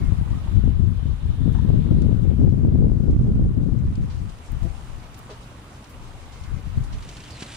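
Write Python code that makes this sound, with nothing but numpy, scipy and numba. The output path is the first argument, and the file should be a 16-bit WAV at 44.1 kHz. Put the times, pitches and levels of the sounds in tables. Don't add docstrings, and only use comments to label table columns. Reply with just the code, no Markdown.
import sys
import numpy as np
from scipy import signal
from scipy.io import wavfile
from scipy.ndimage import uniform_filter1d, map_coordinates
from numba import njit

SR = 44100
rng = np.random.default_rng(int(sys.argv[2]) if len(sys.argv) > 2 else 0)


def materialize(psi):
    bounded = np.clip(np.atleast_2d(psi).T, -1, 1)
    quanta = np.round(bounded * 32767).astype(np.int16)
    wavfile.write(sys.argv[1], SR, quanta)


N = 333396
TIME = np.arange(N) / SR

# (time [s], relative level [dB], eddy turnover [Hz])
BREEZE_CURVE = [(0, -30, 125), (.45, -20, 123), (1.2, -27, 118.6), (1.55, -19, 160.4), (2.8, -16, 206.6),
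                (3.6, -23, 190), (4.2, -29.5, 122), (4.4, -47, 92), (4.75, -34.5, 76.4), (5.15, -45, 75.4),
                (5.85, -58, 80), (6.0, -36.5, 85), (6.3, -43, 72.6), (6.75, -34, 102), (7.15, -45, 85),
                (7.56, -61, 83.5)]
# (start [s], length [s], relative left level [dB], relative right level [dB])
GUST_CUES = [(0, 0.12, -18, -30.5), (0.183, 0.021, -20, -28), (0.307, 0.016, -16.5, -26),
             (0.528, 0.051, -13.5, -41), (0.626, 0.083, -14, -27), (0.761, 0.11, -14.5, -34),
             (0.965, 0.022, -20.5, -32), (1.052, 0.084, -19, -34), (1.227, 0.085, -19.5, -30),
             (1.385, 0.24, -17, -40), (1.673, 0.099, -16, -26), (1.899, 0.088, -16, -22),
             (1.967, 0.14, -19, -32), (2.259, 0.09, -18, -47), (2.389, 0.087, -14, -21),
             (2.629, 0.067, -23, -19.5), (2.735, 0.13, -16.5, -21.5), (3.07, 0.025, -16, -17),
             (3.122, 0.078, -36, -14.5), (3.262, 0.16, -19, -21), (3.434, 0.031, -24, -18),
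             (3.567, 0.015, -16, -21), (3.625, 0.18, -19.5, -36), (3.832, 0.073, -23.5, -20),
             (3.975, 0.033, -19.5, -24), (4.05, .07, -51, -35), (4.144, 0.12, -25.5, -37),
             (4.496, 0.11, -24, -37), (4.622, 0.012, -16.5, -43), (4.89, 0.093, -32.5, -45),
             (6.405, 0.13, -34, -47), (6.502, 0.03, -23, -42), (6.65, 0.021, -24.5, -38),
             (6.752, 0.05, -19, -26), (6.886, 0.056, -30, -40), (6.937, 0.024, -47, -27)]
# (middle [s], length [s], drop [dB])
LULL_CUES = [(0.252, 0.025, 5), (0.406, 0.13, 7), (0.723, 0.036, 3.5), (1.187, 0.076, 6),
             (1.362, 0.05, 7.5), (1.825, 0.031, 2), (2.35, 0.046, 3), (3.172, 0.047, 4.5),
             (3.339, 0.034, 4), (3.52, .06, 0), (3.937, 0.034, 5), (4.595, 0.034, 9), (6.62, 0.046, 2)]
# (time [s], level [dB])
BED_FADER = [(0, -41), (.45, -42.5), (.8, -46), (1.6, -44), (2.2, -45.5), (2.9, -49.5), (3.6, -49),
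             (4.1, -45.5), (4.6, -43), (5.4, -42.5), (6.3, -43.5), (6.8, -42.5), (7.56, -41.5)]
# (frequency [Hz], relative spectral density [dB])
WASH_SPECTRUM = [(25, -5), (60, -0.5), (85, 0), (120, -3), (170, -7), (240, -8.5), (420, -16.5),
                 (1200, -17.5), (1600, -23.5), (3000, -26), (5000, -33.5), (9400, -37), (10800, -41),
                 (15500, -45.5)]
# (frequency [Hz], left-right correlation [-1..1])
WASH_LIKENESS = [(50, 1), (130, 1), (500, 0.82), (720, 0.81), (950, 0.2), (1350, 0.74), (2000, 0.23),
                 (2800, -0.38), (4200, 0.000064), (5500, -0.14), (14000, -0.33)]
# (frequency [Hz], left minus right [dB])
WASH_BALANCE = [(60, -1.5), (200, 1), (800, -2.5), (1200, 1.6), (2500, -4), (4200, 0.5), (7000, -1.2),
                (14000, 0)]
# (start [s], length [s], first pitch [Hz], last pitch [Hz], level [dB])
WHISTLE_CUES = [(-.15, 0.27, 2340, 2070, -60), (0.172, 0.3, 2045, 1825, -65),
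                (0.353, 0.05, 1245, 1260, -54.5), (.96, .14, 3050, 3010, -76),
                (1.407, 0.43, 1734, 1730, -67), (2.303, 1.9, 1430, 1457, -72),
                (4.64, 0.16, 784, 810, -58.5), (5.7, 1.2, 2210, 2190, -71.5),
                (6.221, 0.44, 2100, 2060, -66)]
# (time [s], level [dB])
INSECT_FADER = [(0, -74), (.45, -58.5), (.85, -64), (1.1, -60.5), (1.5, -59.5), (1.9, -60), (2.25, -72),
                (2.5, -87.5), (7.56, -100)]
# (centre [Hz], width [Hz], relative level [dB])
INSECT_RESONANCES = [(3020, 720, -2), (3570, 630, -2.5), (4160, 390, -10)]
# (time [s], relative peak [dB], rise time [s])
SLAP_CUES = [(0.123, 3, 0.0021), (.216, 3, 0.0042), (0.575, 8.5, 0.0046), (0.641, 7.5, 0.0027),
             (0.678, -6.5, 0.00095), (1.467, -4, 0.0016), (1.479, 1, 0.0014), (1.704, 3.5, 0.0014),
             (1.743, 0, 0.0015), (2.067, 3.5, 0.0017), (2.13, 5.5, 0.0022), (2.316, 4, 0.0017),
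             (2.417, 3, 0.0014), (2.478, 3.5, 0.0017), (2.651, -1, 0.0011), (2.758, -1, 0.0012),
             (2.825, 3, 0.0014), (2.919, 4.5, 0.0015), (3.084, 0, 0.0015), (3.396, 3, 0.0016)]
# (time [s], peak [dB], ring [Hz], width [Hz], t60 [s], left minus right [dB])
KNOCK_CUES = [(.275, -42, 1160, 130, 0.026, -3), (.331, -41, 1120, 170, 0.1, -1.5),
              (.472, -38.5, 930, 350, 0.056, -2), (1.547, -36.5, 840, 380, 0.09, 12),
              (1.586, -38.5, 910, 171, 0.025, 16), (5.291, -35.5, 440, 260, 0.17, 2)]
# (time [s], relative level [dB], band [Hz], t60 [s])
QUILL_CUES = [(.552, -39.5, 4970, 0.021), (1.527, -44, 8500, 0.036), (2.018, -37, 5600, 0.036),
              (3.107, -46.5, 5200, .06), (3.788, -47, 5000, .05), (3.954, -35, 4780, 0.024),
              (4.096, -40.5, 3800, 0.22), (4.29, -40.5, 5000, 0.1), (4.385, -42, 4500, .025),
              (4.519, -35, 11000, 0.013), (4.627, -42, 6000, 0.09), (5.143, -35.5, 5200, 0.035),
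              (5.174, -43, 11500, 0.09), (5.19, -33.5, 10500, 0.017), (5.296, -36, 3360, 0.23),
              (5.842, -38, 4500, .035), (5.891, -44.5, 12000, 0.14), (6.318, -40.5, 4500, 0.23),
              (6.436, -38, 4500, 0.056), (6.834, -41, 5960, 0.11), (6.923, -35, 4000, 0.15),
              (7.024, -36, 3620, 0.058), (7.088, -29.5, 4250, 0.051), (7.112, -38, 5000, .04),
              (7.167, -32.5, 4120, 0.05), (7.202, -34, 4000, .04), (7.237, -34, 4200, 0.04),
              (7.279, -37, 3400, 0.031), (7.305, -33, 4400, 0.043), (7.404, -33, 4100, .04),
              (7.422, -23, 3060, 0.035), (7.461, -32, 3000, .04), (7.517, -35, 3400, 0.042),
              (7.543, -32, 3600, .07)]
# (time [s], pitch [Hz], level [dB])
SONG_PHRASE = [(.95, 3620, -85), (1.15, 3660, -75), (1.4, 3570, -63.5), (1.55, 3570, -60),
               (1.75, 3750, -75), (1.97, 3820, -67), (2.22, 3630, -70), (2.34, 3160, -67),
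               (2.45, 2810, -71), (2.55, 2700, -110)]
# (time [s], level [dB])
TRAIN_EFFORT = [(0, -77), (3.8, -68), (4.3, -62), (5.0, -62), (5.6, -61.5), (6.2, -61), (6.89, -61),
                (7.1, -51), (7.36, -51), (7.48, -47.5), (7.56, -42.5)]
# (frequency [Hz], relative spectral density [dB])
BARB_SPECTRUM = [(200, -2.5), (500, -4), (1000, -18.5), (1700, 8), (2800, 10), (4500, 3), (7000, 4),
                 (9500, 0.5), (12000, -36), (15500, -25)]
# (middle [s], length [s], level [dB], centre [Hz], width [share of centre])
SLIDE_CUES = [(4.12, 0.034, -64, 4130, 0.26), (4.477, 0.055, -56.5, 5000, 0.78),
              (4.87, 0.37, -62.5, 4700, 1.0), (5.322, 0.034, -67, 4300, 0.77), (5.44, .045, -58, 3800, .9),
              (5.767, 0.081, -60.5, 3970, .9), (7.166, 0.036, -57, 3980, .8),
              (7.268, 0.047, -54, 3000, 0.14), (7.356, 0.073, -52, 4100, .2)]
# (middle [s], level [dB], length [s], pitch [Hz])
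CLUCK_CUES = [(4.661, -39, 0.036, 170.5), (5.321, -41, 0.03, 209.2), (7.091, -39, 0.004, 214)]

LEE_DB, LEE_TURNOVER, LEE_LULL_SHARE = -11.5, 0.72, 0.2
FLICK_S, FLICK_LENGTH_S, FLICK_DB = 7.423, 0.022, 7


def from_db(db):
    return 10 ** (np.asarray(db) / 20)


def rms_one(x):
    return x / np.sqrt(np.mean(x ** 2) + 1e-20)


def automation(rows):
    times, *columns = np.transpose(rows)
    return [np.interp(TIME, times, column) for column in columns]


def at_hz(points, hz):
    frequencies, values = np.transpose(points)
    return np.interp(np.log(hz), np.log(frequencies), values)


def drift(rate):
    r = np.exp(-40 * np.pi * rate / SR)
    slow = signal.lfilter([1], [1, -2 * r, r * r], rng.standard_normal(N // 20 + 4002))[4000:]
    return np.interp(np.arange(N) / 20, np.arange(len(slow)), rms_one(slow))


def cut(x, hz, kind, order=2):
    sections = signal.butter(order, np.clip(hz, 10, .45 * SR), kind, fs=SR, output="sos")
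    return signal.sosfilt(sections, x + 1e-18)


def resonate(x, hz, width_hz):
    r = np.exp(-np.pi * width_hz / SR)
    poles = [1, -2 * r * np.cos(2 * np.pi * hz / SR), r * r]
    return signal.lfilter(np.array([1, 0, -1]) * (1 - r * r) / 2, poles, x + 1e-18)


def third_octaves(sources):
    edges = 10000 * 2 ** (np.arange(-26, 3) / 3)
    for k, (low, high) in enumerate(zip(edges, edges[1:])):
        yield np.sqrt(low * high), cut(sources[k % 2], [low, high], "band")


def pan(db):
    return from_db(np.array([[db], [-db]]) / 2)


def spread(pair, alike):
    alike = np.clip(alike, -.99, .99)
    return np.sqrt(1 + alike) * pair[0] + np.sqrt(1 - alike) * pair[1] * [[1], [-1]]


@njit
def moving_lowpass(x, step, damping):
    out, low, band = np.empty(len(x)), 0., 0.
    for i in range(len(x)):
        band += step[i] * (x[i] - low - damping * band)
        low += step[i] * band
        out[i] = low
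    return out


def airflow(attack_s=0.019, release_s=0.052, buffet_db=0.9, buffet_rate=12, db_per_octave=40):
    breeze_db, breeze_hz = automation(BREEZE_CURVE)
    power = from_db(breeze_db + np.array([[0], [LEE_DB]])) ** 2
    for start, length, left_db, right_db in GUST_CUES:
        rise = np.clip((TIME - start) / attack_s + .5, 0, 1)
        fall = np.exp(-np.clip((TIME - start - length) / release_s, 0, 20))
        power = power + (from_db([[left_db], [right_db]]) * (rise * fall)) ** 2
    flow_db = 10 * np.log10(power) + buffet_db * np.array([drift(buffet_rate) for side in range(2)])
    lull_db = sum(db * np.exp(-(2 * (TIME - s) / length) ** 2) for s, length, db in LULL_CUES)
    flow_db -= np.array([[1], [LEE_LULL_SHARE]]) * lull_db
    octaves = (flow_db - breeze_db) / db_per_octave
    turnover_hz = breeze_hz * np.array([[1], [LEE_TURNOVER]]) * 2 ** octaves
    return zip(flow_db, turnover_hz)


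def wind(port, trim_db, lumpy_db, swirl, damping, leak_hz, eddy_rate=70, largest_share=0.59):
    gust_db, turnover_hz = port
    eddy = 2 * np.tanh(drift(eddy_rate) / 2)
    step = np.clip(2 * np.pi * turnover_hz * np.exp(swirl * eddy) / SR, 0, .5)
    pressure = moving_lowpass(moving_lowpass(rng.standard_normal(N), step, damping), step, damping)
    pressure -= moving_lowpass(pressure, step * largest_share, damping=2.22)
    pressure = cut(pressure, leak_hz, "high") * from_db(lumpy_db * eddy)
    running_rms = np.sqrt(uniform_filter1d(pressure ** 2, size=2200) + 1e-20)
    return from_db(gust_db + trim_db) * pressure / running_rms


def traffic_and_leaves(patchy_db=1.65, sheen_hz=9750, sheen_db=-28, sheen_width_hz=650):
    wash = 0
    for hz, pair in third_octaves(rng.standard_normal((2, 2, N))):
        gain = from_db(at_hz(WASH_SPECTRUM, hz) + patchy_db * drift(20))
        wash = wash + gain * spread(pair, at_hz(WASH_LIKENESS, hz)) * pan(at_hz(WASH_BALANCE, hz))
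    hiss = rng.standard_normal((2, N))
    sheen = resonate(resonate(hiss, sheen_hz, 2 * sheen_width_hz), sheen_hz, sheen_width_hz)
    return rms_one(wash) + from_db(sheen_db) * rms_one(sheen)


def far_engine(firing_hz=62, knock_hz=1010, width_hz=210, knock_db=-12, sharpness=2.6, hum_db=-10):
    phase = 2 * np.pi * np.cumsum(firing_hz * (1 + 0.05245 * drift(2.16))) / SR
    puffs = rng.standard_normal((2, N)) * np.exp(sharpness * np.cos(phase)) * from_db(2 * drift(32))
    knock = resonate(resonate(puffs, knock_hz, 3 * width_hz), knock_hz, width_hz)
    hum = np.sin(2 * phase) * from_db(1.7 * drift(9))
    return from_db(knock_db) * rms_one(spread(knock, alike=-0.83)) + from_db(hum_db) * rms_one(hum)


def whistles(waver=0.003, flutter_db=3):
    out, wobble = np.zeros(N), 1 + waver * drift(33)
    for start, length, first_hz, last_hz, db in WHISTLE_CUES:
        progress = np.clip((TIME - start) / length, 0, 1)
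        phase = 2 * np.pi * np.cumsum((first_hz + (last_hz - first_hz) * progress) * wobble) / SR
        out += from_db(db) * np.sqrt(8 * progress * (1 - progress)) * np.sin(phase)
    return out * from_db(flutter_db * np.array([drift(18) for side in range(2)]))


def insects(flicker_db=0.94):
    buzz = 0
    for hz, width, db in INSECT_RESONANCES:
        band = resonate(resonate(rng.standard_normal((2, N)), hz, width), hz, width)
        buzz = buzz + from_db(db) * rms_one(band)
    level_db, = automation(INSECT_FADER)
    return from_db(level_db + flicker_db * drift(24)) * rms_one(buzz) * pan(-1.5)


def eddy_slaps(port, trim_db=-7, per_s=1.2, small_db=-1, small_rise_s=0.00038, brisk_hz=190):
    gust_db, turnover_hz = port
    onsets = np.flatnonzero(rng.random(N) < per_s * (turnover_hz / brisk_hz) ** 3 / SR)
    small = [(i / SR, gust_db[i] + small_db, small_rise_s * brisk_hz / turnover_hz[i]) for i in onsets]
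    suction = np.zeros(N)
    for s, db, rise_s in SLAP_CUES + small:
        age = np.clip((TIME - s + rise_s) / rise_s, 0, 20)
        suction -= from_db(db + trim_db) * (age * np.exp(1 - age)) ** 3
    return cut(cut(suction, 50, "high", order=1), 1400, "low")


def knocks(rise_s=0.00022):
    out, age = np.zeros((2, N)), np.arange(SR // 4) / SR
    for s, db, hz, width_hz, t60, pan_db in KNOCK_CUES:
        contact = rng.standard_normal(len(age)) * from_db(-60 * age / t60) * (1 - np.exp(-age / rise_s))
        ring = resonate(resonate(contact, hz, 2 * width_hz), hz, width_hz)
        at = int(s * SR)
        out[:, at:at + len(age)] += from_db(db) * ring / np.abs(ring).max() * pan(pan_db)
    return out


def quill_ticks(trim_db=-6, rise_share=0.04, light_per_s=2, lift_db=14, light_hz=5200, light_t60=0.71):
    out, age = np.zeros((2, N)), np.arange(SR // 4) / SR
    train_db, = automation(TRAIN_EFFORT)
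    onsets = np.flatnonzero(rng.random(N) < light_per_s / SR)
    light = [(i / SR, train_db[i] + lift_db, light_hz, light_t60) for i in onsets]
    for s, db, hz, t60 in QUILL_CUES + light:
        noise = rng.standard_normal((2, len(age)))
        scrape = cut(cut(noise, hz / 2, "high"), hz * np.sqrt(2), "low", order=3)
        envelope = from_db(db + trim_db - 60 * age / t60) * (1 - np.exp(-age / (rise_share * t60)))
        at = int(s * SR)
        out[:, at:at + len(age)] += (rms_one(scrape) * envelope)[:, :N - at]
    return out


def songbird(notes_per_s=11, slur_hz=60, pulse_db=-0.5, blur_hz=130):
    pitch_hz, level_db = automation(SONG_PHRASE)
    note_phase = 2 * np.pi * np.cumsum(notes_per_s * (1 + .15 * drift(3.5))) / SR
    phase = 2 * np.pi * np.cumsum(pitch_hz - slur_hz * np.sin(note_phase)) / SR
    blur = cut(rng.standard_normal((2, 2, N)), blur_hz, "low")
    tone = rms_one(blur[0] * np.cos(phase) + blur[1] * np.sin(phase))
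    return from_db(level_db + pulse_db * np.cos(note_phase)) * tone * pan(-1.5)


def barb_rustle(snaps_per_s=5000, size_db=2, clump_db=1.1, lag_samples=1.38, loud_db=-46, top_hz=10500):
    flick_db = FLICK_DB * np.exp(-((TIME - FLICK_S) / FLICK_LENGTH_S) ** 2)
    level_db = automation(TRAIN_EFFORT)[0] + flick_db
    effort = from_db(level_db - loud_db)
    shape = (2, 2, N)
    slips = rng.random(shape) < snaps_per_s * effort / SR
    snaps = slips * rng.choice([-1, 1], shape) / np.sqrt(effort)
    snaps *= from_db(size_db * np.minimum(rng.exponential(1, shape), 4))
    coloured = sum(from_db(at_hz(BARB_SPECTRUM, hz)) * pair for hz, pair in third_octaves(snaps))
    left, right = spread(coloured, alike=0.97)
    left = map_coordinates(left, [np.arange(N) - lag_samples], order=3, mode="nearest")
    rustle = rms_one(cut(np.array([left, right]), top_hz, "low", order=10))
    return from_db(level_db + clump_db * drift(45)) * rustle * pan(-1.5)


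def feather_slides(grain_db=1.1, grain_rate=150, sag_share=0.24, top_hz=10500):
    out, age = np.zeros((2, N)), np.arange(SR // 2) / SR
    grain = from_db(grain_db * drift(grain_rate))
    for middle, length, db, hz, width in SLIDE_CUES:
        travel = (age - age.mean()) / length
        step = 2 * np.sin(np.pi * hz * (1 - sag_share * np.clip(travel, -1, 1)) / SR)
        swish = rng.standard_normal((2, len(age)))
        for stage in range(2):
            swish = np.diff([moving_lowpass(side, step, min(width, 1.3)) for side in swish], prepend=0)
        at = int((middle - age.mean()) * SR)
        out[:, at:at + len(age)] += (from_db(db) * rms_one(swish) * np.exp(-2 * travel ** 2))[:, :N - at]
    return cut(spread(out, alike=0.17), top_hz, "low", order=6) * grain * pan(-0.69)


def hen_clucks(upper_hz=650, upper_db=-5, width_hz=90, jitter=0.0305):
    out, wobble = np.zeros(N), 1 + jitter * drift(73)
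    for middle, db, length, pitch_hz in CLUCK_CUES:
        pulses = np.diff(np.floor(np.cumsum(pitch_hz * wobble) / SR), prepend=0)
        lower = resonate(pulses, 2 * pitch_hz, width_hz)
        upper = from_db(upper_db) * resonate(pulses, upper_hz, width_hz)
        out += from_db(db) * rms_one(lower - upper) * np.exp(-(2 * (TIME - middle) / length) ** 2)
    return out


def shaft_patter(per_s=900, trim_db=-6, low_hz=2200, high_hz=4600, cycles=13, size_db=2, swing_db=-48):
    train_db, = automation(TRAIN_EFFORT)
    effort = np.minimum(from_db(train_db - swing_db), 1)
    hits = (rng.random(N) < per_s / SR) * from_db(size_db * np.minimum(rng.exponential(1, N), 2.5))
    shaft = rng.integers(0, 12, N)
    width_share = np.log(1000) / (np.pi * cycles)
    pitches = np.geomspace(low_hz, high_hz, 12)
    rings = sum(resonate(hits * (shaft == k), hz, hz * width_share) for k, hz in enumerate(pitches))
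    patter = rms_one(cut(rings, 5500, "low", order=4))
    return from_db(swing_db + trim_db) * effort ** 2 * patter * pan(-0.91)


def wing_flick(peak_db=-24, body_hz=150, width_hz=220, soft_hz=380):
    push = np.zeros(N)
    push[int(FLICK_S * SR)] = 1
    thump = cut(resonate(push, body_hz, width_hz), soft_hz, "low")
    return from_db(peak_db) * thump / np.abs(thump).max()


def scene():
    windward, lee = airflow()
    left = wind(windward, trim_db=1.86, lumpy_db=1.0, swirl=0.12, damping=1.77, leak_hz=21.4)
    left += eddy_slaps(windward)
    right = wind(lee, trim_db=2.0, lumpy_db=3.5, swirl=0.23, damping=1.42, leak_hz=29.0)
    bed = from_db(automation(BED_FADER)[0]) * (traffic_and_leaves() + far_engine())
    ambience = bed + insects() + songbird() + whistles()
    peacock = barb_rustle() + shaft_patter() + quill_ticks() + feather_slides() + wing_flick()
    return np.array([left, right]) + ambience + peacock + knocks() + hen_clucks()


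def record(dry, ceiling=0.97, cutoff_hz=15600):
    rounded = dry / (1 + (dry / ceiling) ** 4) ** .25
    return signal.sosfilt(signal.ellip(12, .1, 90, cutoff_hz, fs=SR, output="sos"), rounded)


dry = scene()
out = record(dry)
materialize(out)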